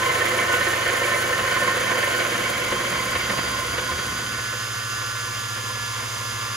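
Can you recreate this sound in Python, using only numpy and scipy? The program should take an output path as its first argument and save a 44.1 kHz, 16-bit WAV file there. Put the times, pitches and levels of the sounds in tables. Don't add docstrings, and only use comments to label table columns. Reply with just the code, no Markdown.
import sys
import numpy as np
from scipy import signal
from scipy.fft import rfft, irfft
from scipy.io import wavfile

SR = 44100
rng = np.random.default_rng(int(sys.argv[2]) if len(sys.argv) > 2 else 0)


def put_to_file(sound):
    columns = np.atleast_2d(sound).T
    safe = np.clip(columns, -1, 1)
    whole_steps = np.round(safe * 32767)
    wavfile.write(sys.argv[1], SR, whole_steps.astype(np.int16))


N = 289296
T = np.arange(N) / SR
HZ = np.maximum(np.fft.rfftfreq(N, 1 / SR), 1)

# time_s, speed_hz
SHAFT_SPEED = [(0, 94.2), (.1, 94.25), (.18, 94.8), (.28, 94.35), (.36, 95.8), (.4, 95.25), (.46, 93.5),
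               (.54, 92.35), (.62, 93.7), (.7, 94.1), (.82, 97.45), (.86, 97.8), (.98, 97.05), (1.08, 94.5),
               (1.14, 94.05), (1.38, 95.97), (1.54, 98.37), (1.62, 98.9), (1.7, 98.9), (1.87, 100.25),
               (2.08, 97.96), (2.4, 101.22), (2.54, 101.7), (2.72, 101.8), (2.88, 102.3), (3.1, 103.54),
               (3.2, 103.36), (3.44, 103.42), (3.7, 104.41), (3.92, 104.78), (4.12, 105.51), (4.7, 106.58),
               (5.04, 106.3), (5.72, 106.85), (6.56, 106.9)]
LOAD_STAGES = [94.5, 99, 103, 105.2, 106.3, 106.9]
# multiple of the shaft speed, then level_db at each load stage
SHAFT_ORDERS = [(1, -44.5, -46, -51, -50, -41.5, -39.5), (2, -55, -57, -62, -59, -60, -59),
                (9, -65, -65, -65, -65, -64, -50), (10, -60, -56, -52, -49, -50, -54),
                (11, -43, -44, -47, -47, -40.5, -40.5), (12, -55, -50, -55, -54, -51, -58),
                (13, -46, -54, -47, -46, -41, -42), (14, -39.5, -42, -42, -45.5, -48.5, -59),
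                (15, -46, -43.5, -45, -47, -59, -52), (16, -39.5, -37.5, -50, -50, -39, -42),
                (17, -56, -55, -57, -49, -48.5, -57), (18, -52, -51, -50, -54, -58, -58),
                (19, -48, -51, -55, -58, -60, -60), (20, -65, -65, -65, -60, -56, -49),
                (22, -44, -50, -54, -60, -64, -57), (24, -50, -53, -57, -62, -66, -66),
                (25, -48, -56, -54, -59, -57, -51), (26, -56, -46, -56, -58, -49, -52),
                (27, -58, -53, -57, -65, -63, -55), (28, -54, -56, -54, -53, -57, -60),
                (30, -48, -47, -60, -53, -51, -53), (31, -46, -43.5, -43, -46, -56, -57),
                (32, -60, -51, -51, -56, -61, -59), (33, -55, -56, -63, -65, -58, -57),
                (34, -51, -54, -55, -60, -55, -52), (41, -64, -61, -56, -56, -57, -60),
                (43, -65, -61, -61, -64, -63, -56), (45, -51, -48, -55, -51.5, -54, -57),
                (46, -62, -62, -49, -53, -50, -49), (47, -59, -68, -66, -68, -51, -48.5),
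                (48, -60, -53, -57, -52, -51, -52), (49, -63, -59, -53, -56, -56, -57),
                (50, -68, -59, -55, -56, -57, -55), (56, -65, -68, -56, -54, -52, -54),
                (57, -68, -68, -63, -55, -58, -61), (60, -64, -56, -59, -54, -55, -57),
                (61, -55, -58, -55, -57, -58, -61)]
# pitch_hz, width_hz, lift_db
SINGING_MODES = [(1480, 24, 12), (4755, 45, 8.5)]
# pitch_hz, level_db
MAINS_HUM = [(120, -41.5), (240, -58), (360, -58), (480, -56), (1203, -54)]

# time_s, crunch_db, high_shell_db, chute_db, thud_db, rumble_db
GRINDING_BED = [(0, -28, -26.5, -30, -44, -52), (.5, -28, -28, -29.5, -41.5, -49),
                (1, -28.5, -28, -31.5, -47, -53), (1.5, -30, -28, -30, -39.5, -48),
                (2.1, -29, -27.5, -33, -45, -56), (2.5, -31.5, -29, -33.5, -40.5, -48),
                (3.1, -33.5, -29.5, -32.5, -40.5, -44), (3.6, -35.5, -31.5, -34, -42.5, -43),
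                (4.1, -40, -36, -35.5, -44.5, -45), (4.35, -44.5, -38, -40.5, -44.5, -49),
                (4.6, -48, -41, -46, -54, -56), (5.6, -50, -42, -41, -52, -56),
                (6.56, -47, -44, -40, -54, -51)]
# crunch_db, high_shell_db, chute_db, thud_db, rumble_db
CHURN_DEPTHS = [0.49, 2.2, 1.4, 1.3, 0.84]
# start_s, crack_db, low_shell_db, chute_db, hopper_db, high_shell_db, thud_db
BEAN_CRACKS = [(0.0134, -19, -31, -21, -27, -38, -39), (0.0566, -15, -28, -18, -28, -24, -37),
               (0.093, -13, -28, -23, -32, -22, -30), (0.1459, -16, -28.5, -25, -23, -28, -40),
               (0.2125, -10, -30, -24, -21, -22, -40), (0.3018, -20, -33, -35, -28, -31, -42),
               (0.3409, -21, -28, -29, -33, -33, -40), (0.3843, -8, -28, -23, -29, -20, -36),
               (0.4115, -14, -27, -30, -30, -25, -39), (0.4905, -9, -23.5, -22, -30, -27, -37),
               (0.5364, -4, -26, -35, -26, -17, -37), (0.6092, -17, -33, -38, -29, -25, -39),
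               (0.6664, -5, -22.5, -30, -23, -30, -47), (0.7307, -13, -34, -30, -22, -27, -38),
               (0.7754, -20, -30, -31, -24, -32, -43), (0.8185, -24, -29, -32, -36, -32, -45),
               (0.8591, -19, -24.5, -31, -26, -28, -35), (0.9292, -21, -30, -38, -33, -27, -40),
               (1.0141, -6, -25, -24.5, -27, -29, -42), (1.0404, -9, -29.5, -27, -25, -23, -42),
               (1.074, -9, -31, -26, -25, -26, -45), (1.1134, -5, -28, -27, -24, -36, -43),
               (1.1438, -19, -25, -28, -36, -34, -40), (1.2396, -17, -30, -35, -27, -29, -33),
               (1.2907, -20, -32, -21, -30, -35, -42), (1.3264, -10, -30, -29, -18, -24, -43),
               (1.3894, -17, -29, -24, -32, -30, -39), (1.467, -15, -31, -26, -28, -31, -40),
               (1.5167, -22, -25.5, -39, -33, -31, -40), (1.5647, -14, -31.5, -24, -27, -26, -44),
               (1.6147, -20, -27, -40, -28, -28, -39), (1.675, -13, -28, -18, -19, -30, -31),
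               (1.7067, -21, -32, -30, -27, -32, -40), (1.7594, -21, -30, -29, -33, -35, -43),
               (1.8391, -15, -32, -31, -33, -33, -38), (1.8946, -13, -34, -26, -27, -27, -45),
               (1.9127, -5, -28, -24.5, -25, -24, -41), (1.946, -12, -30, -23, -25, -27, -45),
               (1.9804, -15, -24, -31, -28, -29, -42), (2.0283, -11, -35, -22.5, -22, -22, -39),
               (2.0714, -13, -28, -24, -33, -20.5, -40), (2.1375, -19, -29, -31, -27, -26, -40),
               (2.1999, -14, -25, -31, -26, -22, -41), (2.249, -18, -31, -31, -30, -27, -39),
               (2.347, -9, -34, -30, -24, -28, -31), (2.3842, -19, -22.5, -30, -33, -29, -39),
               (2.4922, -18, -27.5, -35, -38, -31, -35), (2.5524, -21, -42, -34, -36, -26, -39),
               (2.6154, -17, -32, -30, -34, -22.5, -39), (2.7199, -7, -21.5, -29, -29, -24, -34),
               (2.797, -9, -27, -28, -40, -35, -40), (2.8634, -17, -31, -33, -38, -24.5, -40),
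               (2.9136, -24, -33, -37, -35, -34, -34), (2.9846, -20, -34, -26, -33, -28, -38),
               (3.0649, -23, -34, -35, -38, -38, -44), (3.1173, -18, -37, -40, -35, -24, -34),
               (3.1514, -5, -31.5, -20.5, -28, -21.5, -30), (3.2958, -13, -33, -29, -32, -23.5, -30),
               (3.3293, -20, -28, -30, -32, -34, -31), (3.3844, -9, -30, -35, -33, -24, -26),
               (3.4744, -20, -31, -36, -34, -29, -41), (3.5804, -22, -35, -27, -37, -33, -40),
               (3.6463, -19, -30.5, -33, -36, -34, -36), (3.7346, -22, -31, -30, -38, -31, -40),
               (3.7793, -7, -32, -26, -35, -24, -39), (3.9125, -12, -29, -35, -35, -28, -37),
               (3.9903, -21, -31.5, -41, -33, -36, -37), (4.079, -26, -41, -35, -39, -35, -40),
               (4.115, -20, -41, -36, -38, -35, -31), (4.1889, -25, -35, -37, -43, -36, -45),
               (4.339, -26, -42, -36, -33, -32, -40), (4.3884, -24, -49, -35, -38, -33, -42),
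               (4.5289, -25, -39, -36, -41, -39, -48), (4.972, -22, -41, -42, -37, -38, -50),
               (5.0192, -17, -41, -37, -40, -38, -47), (5.2694, -29, -43, -33, -36, -41, -50),
               (5.5737, -25, -42, -35, -37, -40, -48), (5.6964, -33, -45, -35, -40, -40, -50),
               (5.7494, -31, -47, -37, -41, -40, -53), (5.9794, -33, -49, -37, -45, -41, -53),
               (5.9956, -29, -47, -28.5, -37, -37, -46), (6.0294, -31, -47, -33, -40, -40, -47),
               (6.156, -29, -43, -38, -42, -44, -49)]
# low_shell_db, chute_db, hopper_db, high_shell_db
STRIKE_BOOSTS = [50, 51.5, 52, 49]
# frequency_hz, gain_db
GRIT_EQ = [(60, -20), (200, -20), (500, -4.5), (850, -13.5), (1300, -3), (2000, -4), (2600, -11),
           (4000, -15.5), (7500, -51), (16000, -53)]
# frequency_hz, gain_db
DUST_EQ = [(1500, -30), (2800, -3), (4000, -8), (5500, -5), (7500, 4.5), (11000, 0), (16000, -9.5)]
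# pitch_hz, width_hz, gain_db
SHELL_MODES = [(354.7, 26, -3.5), (499, 24, 2.5), (566, 38, -3.5), (688.4, 38, -6.5), (1484, 35, -7),
               (2067, 40, -2.5), (2260, 35, -4), (2626, 46, -15.5), (2894, 77, -12.5), (3156, 110, -14.5),
               (5300, 50, -37)]
# pitch_hz, width_hz, gain_db
CHUTE_MODES = [(1040, 18.4, 1.5), (1058, 20.8, 0.5), (951, 40, -13.5)]
# time_s, level_db
HOPPER_FADE = [(0.0, -32.5), (0.56, -30), (0.89, -32.5), (1.75, -32), (2.98, -44.5), (3.29, -42),
               (3.6, -47), (4.62, -45.5), (6.56, -52)]

# frequency_hz, gain_db
HISS_EQ = [(22, -40), (60, -1), (150, -9), (800, -6), (940, -6.5), (1050, 1.5), (1500, -0.5), (1950, -5.5),
           (2500, -1), (3200, 2), (4100, -4), (4500, -5), (4900, 2), (5550, -8), (6000, 0.5), (6800, 0.5),
           (7400, -1.5), (8300, -2.5), (10500, -8), (12300, -11), (13500, -6), (15800, -23.5)]
# peak_s, rumble_db
COUNTER_JOLTS = [(0.901, -42.0), (1.434, -41), (2.561, -44), (2.991, -41), (3.18, -38), (3.407, -46),
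                 (3.71, -43), (3.948, -33), (4.117, -40), (4.386, -41)]
# frequency_hz, likeness (0 to 1)
STEREO_LIKENESS = [(60, 1), (290, 0.95), (420, 0.87), (640, 0.43), (1410, 0.69), (2200, 0.38), (3100, 0.46),
                   (6800, 0.75), (8500, 1), (15000, 0.95)]
# frequency_hz, lead_rad
STEREO_LEAD = [(0, 0), (690, -.7), (1810, -.4), (3270, -1.4), (4310, -.5), (7000, 0), (7800, 3),
               (8900, 3.3), (10000, 6), (11800, 6.5), (12500, 9.3), (13800, 9.6), (14600, 12.4),
               (15900, 12.6)]
# frequency_hz, balance_db
STEREO_BALANCE = [(60, 2), (110, 2), (200, -1.5), (380, -0.5), (700, -5.5), (1290, -1), (2380, -2.5),
                  (4400, -4), (8120, 1), (15000, -0.5)]

CRACK_RISE_S, CRACK_FALL_S = .006, .0083
GEAR_RATIO = 16


def motor_whine(speed, turns, level_db, waver_db, rough_db, phase_jitter, throb):
    waver, rough = drift(2.4, count=6), drift(27, count=6)
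    rough *= np.interp(speed, LOAD_STAGES[2::3], [1, .4])
    burr_throb = 1 + throb * np.cos(2 * np.pi * turns / GEAR_RATIO)
    tones = np.zeros(N)
    for k, (order, *stage_db) in enumerate(SHAFT_ORDERS):
        db = level_db + np.interp(speed[::64], LOAD_STAGES, stage_db)
        for hz, width_hz, lift_db in SINGING_MODES:
            db += lift_db / (1 + ((order * speed[::64] - hz) / width_hz) ** 2)
        db += np.tanh(order / 10) * (waver_db * waver[k % 6, ::64] + rough_db * rough[k % 6, ::64])
        phase = 2 * np.pi * (order * turns + rng.random()) + phase_jitter * order * rough[(k + 3) % 6]
        envelope = np.interp(T, T[::64], from_db(db))
        tones += envelope * np.sin(phase) * (burr_throb if order > 1 else 1)
    for hz, db in MAINS_HUM:
        tones += from_db(db) * np.sin(2 * np.pi * (hz * T + rng.random()))
    scattered = irfft(1j * rfft(tones), N)
    return np.sqrt(2) * np.array([tones, scattered])


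def bean_blows(levels_db):
    start_s = np.array(BEAN_CRACKS)[:, 0]
    near_sign, scattered_sign, lag = rng.random((len(start_s), 3)).T
    late_s = start_s + .004 * lag
    clicks = np.zeros((2, N))
    clicks[0, (start_s * SR).astype(int)] = from_db(levels_db) * np.sign(near_sign - .5)
    clicks[1, (late_s * SR).astype(int)] = from_db(levels_db) * np.sign(scattered_sign - .5)
    return clicks


def crack_swells(bed_db, cracks_db):
    peak_s = np.array(BEAN_CRACKS)[:, 0] + CRACK_RISE_S
    return with_swells(bed_db, peak_s, cracks_db, CRACK_RISE_S, CRACK_FALL_S)


def crunch(level_db, eq, per_s, clump_db, wash_db):
    snaps = patter(per_s, spread_db=3, wash_db=wash_db)
    clumps = from_db(clump_db * drift(45))
    return from_db(level_db) * coloured(snaps * clumps, eq)


def shell_ring(low_db, high_db, low_blows, high_blows, drive_db, split_hz):
    low, high = from_db(low_db + drive_db), from_db(high_db + drive_db)
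    knocks = [patter(per_s=320, spread_db=1.5, wash_db=-1.5) for _ in range(4)]
    shell = np.zeros((2, N))
    for k, (hz, width_hz, db) in enumerate(SHELL_MODES):
        level, blows = (low, low_blows) if hz < split_hz else (high, high_blows)
        shell += from_db(db) * (-1) ** k * ring(knocks[k % 4] * level, blows, hz, width_hz)
    return shell


def chute_rattle(level_db, blows, drive_db):
    knocks = from_db(level_db + drive_db) * patter(per_s=600, spread_db=1, wash_db=-3)
    return sum(from_db(db) * ring(knocks, blows, hz, width_hz) for hz, width_hz, db in CHUTE_MODES)


def hopper_rattle(blows, drive_db):
    level_db, = in_time(HOPPER_FADE)
    knocks = from_db(level_db + drive_db) * patter(per_s=400, spread_db=.5, wash_db=-4)
    return ring(knocks, blows, hz=1808, width_hz=37)


def brush_hiss(turns, level_db, flutter_db):
    beats = [(1 / GEAR_RATIO, .03), (2, .1), (3, .12), (5, .08)]
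    pulse = 1 + sum(depth * np.cos(2 * np.pi * order * turns) for order, depth in beats)
    noise = rng.standard_normal((2, N)) * pulse * from_db(flutter_db * drift(23))
    return from_db(level_db) * coloured(noise, HISS_EQ)


def counter_shake(level_db, low_hz, high_hz):
    band = signal.butter(2, [low_hz, high_hz], "band", fs=SR, output="sos")
    return from_db(level_db) * unit_rms(signal.sosfilt(band, rng.standard_normal((2, N))))


def stereo_image(near, scattered):
    likeness = np.clip(at_hz(STEREO_LIKENESS), 0, 1)
    tilt = from_db(at_hz(STEREO_BALANCE) / 2)
    lead_rad = np.interp(HZ, *np.transpose(STEREO_LEAD))
    left = rfft(near)
    right = likeness * left * np.exp(-1j * lead_rad) + np.sqrt(1 - likeness ** 2) * rfft(scattered)
    return irfft(np.array([left * tilt, right / tilt]), N)


def patter(per_s, spread_db, wash_db):
    sizes = from_db(spread_db * np.minimum(rng.exponential(1, N), 5))
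    hits = rng.random(N) < per_s / SR
    clicks = unit_rms(sizes * hits) * rng.choice([-1, 1], (2, N))
    return clicks + from_db(wash_db) * rng.standard_normal((2, N))


def ring(knocks, blows, hz, width_hz):
    cushioned = resonate(blows + 1e-18, hz, 1.96 * width_hz)
    return resonate(knocks + cushioned, hz, width_hz)


def resonate(x, hz, width_hz):
    r = np.exp(-np.pi * width_hz / SR)
    feedback = [1, -2 * r * np.cos(2 * np.pi * hz / SR), r * r]
    return signal.lfilter((1 - r * r) / 2 * np.array([1, 0, -1]), feedback, x)


def with_swells(bed_db, peak_s, peak_db, rise_s, fall_s):
    offset_s = T[::64, None] - peak_s
    swells = np.exp(-.5 * (offset_s / np.where(offset_s < 0, rise_s, fall_s)) ** 2)
    swell_power = np.interp(T, T[::64], swells @ from_db(peak_db) ** 2)
    return 10 * np.log10(from_db(bed_db) ** 2 + swell_power)


def drift(rate_hz, count=1):
    step = 40
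    r = np.exp(-2 * np.pi * step * rate_hz / SR)
    noise = rng.standard_normal((count, N // step + 2002))
    curves = signal.lfilter([1], [1, -2 * r, r * r], noise)[:, 2000:]
    return np.array([np.interp(np.arange(N) / step, np.arange(len(c)), unit_rms(c)) for c in curves])


def coloured(x, eq):
    return unit_rms(irfft(rfft(x) * from_db(at_hz(eq)), N))


def at_hz(points):
    hz, value = np.transpose(points)
    return np.interp(np.log(HZ), np.log(np.maximum(hz, 1)), value)


def in_time(rows):
    time_s, *columns = np.transpose(rows)
    return [np.interp(T, time_s, column) for column in columns]


def unit_rms(x):
    return x / np.sqrt(np.mean(x ** 2) + 1e-20)


def from_db(db):
    return 10 ** (np.asarray(db) / 20)


def scene():
    speed, = in_time(SHAFT_SPEED)
    turns = np.cumsum(speed) / SR
    bed_db = np.array(in_time(GRINDING_BED))
    churn_db = np.array(CHURN_DEPTHS)[:, None] * drift(15.5, count=5)
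    crunch_db, high_shell_db, chute_db, thud_db, rumble_db = bed_db + churn_db
    _, crack_db, *strikes_db, crack_thud_db = np.transpose(BEAN_CRACKS)
    low_blows, chute_blows, hopper_blows, high_blows = [
        bean_blows(db + boost_db) for db, boost_db in zip(strikes_db, STRIKE_BOOSTS)]
    grit_db = .59 * crack_swells(crunch_db, crack_db - 17.5) - 11.5
    dust_db = .65 * bed_db[0] - 17
    thud_db = crack_swells(thud_db, crack_thud_db - 4)
    rumble_db = with_swells(rumble_db, *np.transpose(COUNTER_JOLTS), rise_s=.016, fall_s=.012)

    mix = motor_whine(speed, turns, level_db=.5, waver_db=1.5, rough_db=1.4, phase_jitter=.004, throb=.1)
    mix += crunch(grit_db, GRIT_EQ, per_s=7000, clump_db=2, wash_db=-3.5)
    mix += crunch(dust_db, DUST_EQ, per_s=5000, clump_db=2.5, wash_db=1)
    mix += shell_ring(crunch_db, high_shell_db, low_blows, high_blows, drive_db=18, split_hz=900)
    mix += chute_rattle(chute_db, chute_blows, drive_db=19.5)
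    mix += hopper_rattle(hopper_blows, drive_db=25)
    mix += brush_hiss(turns, level_db=-32.5, flutter_db=.3)
    mix += counter_shake(thud_db, low_hz=155, high_hz=292)
    mix += counter_shake(rumble_db, low_hz=56.6, high_hz=91)
    return stereo_image(*mix)


def record(dry):
    cutoff_hz = 15740
    return signal.sosfilt(signal.ellip(12, .5, 60, cutoff_hz, fs=SR, output="sos"), dry)


dry = scene()
out = record(dry)
put_to_file(out)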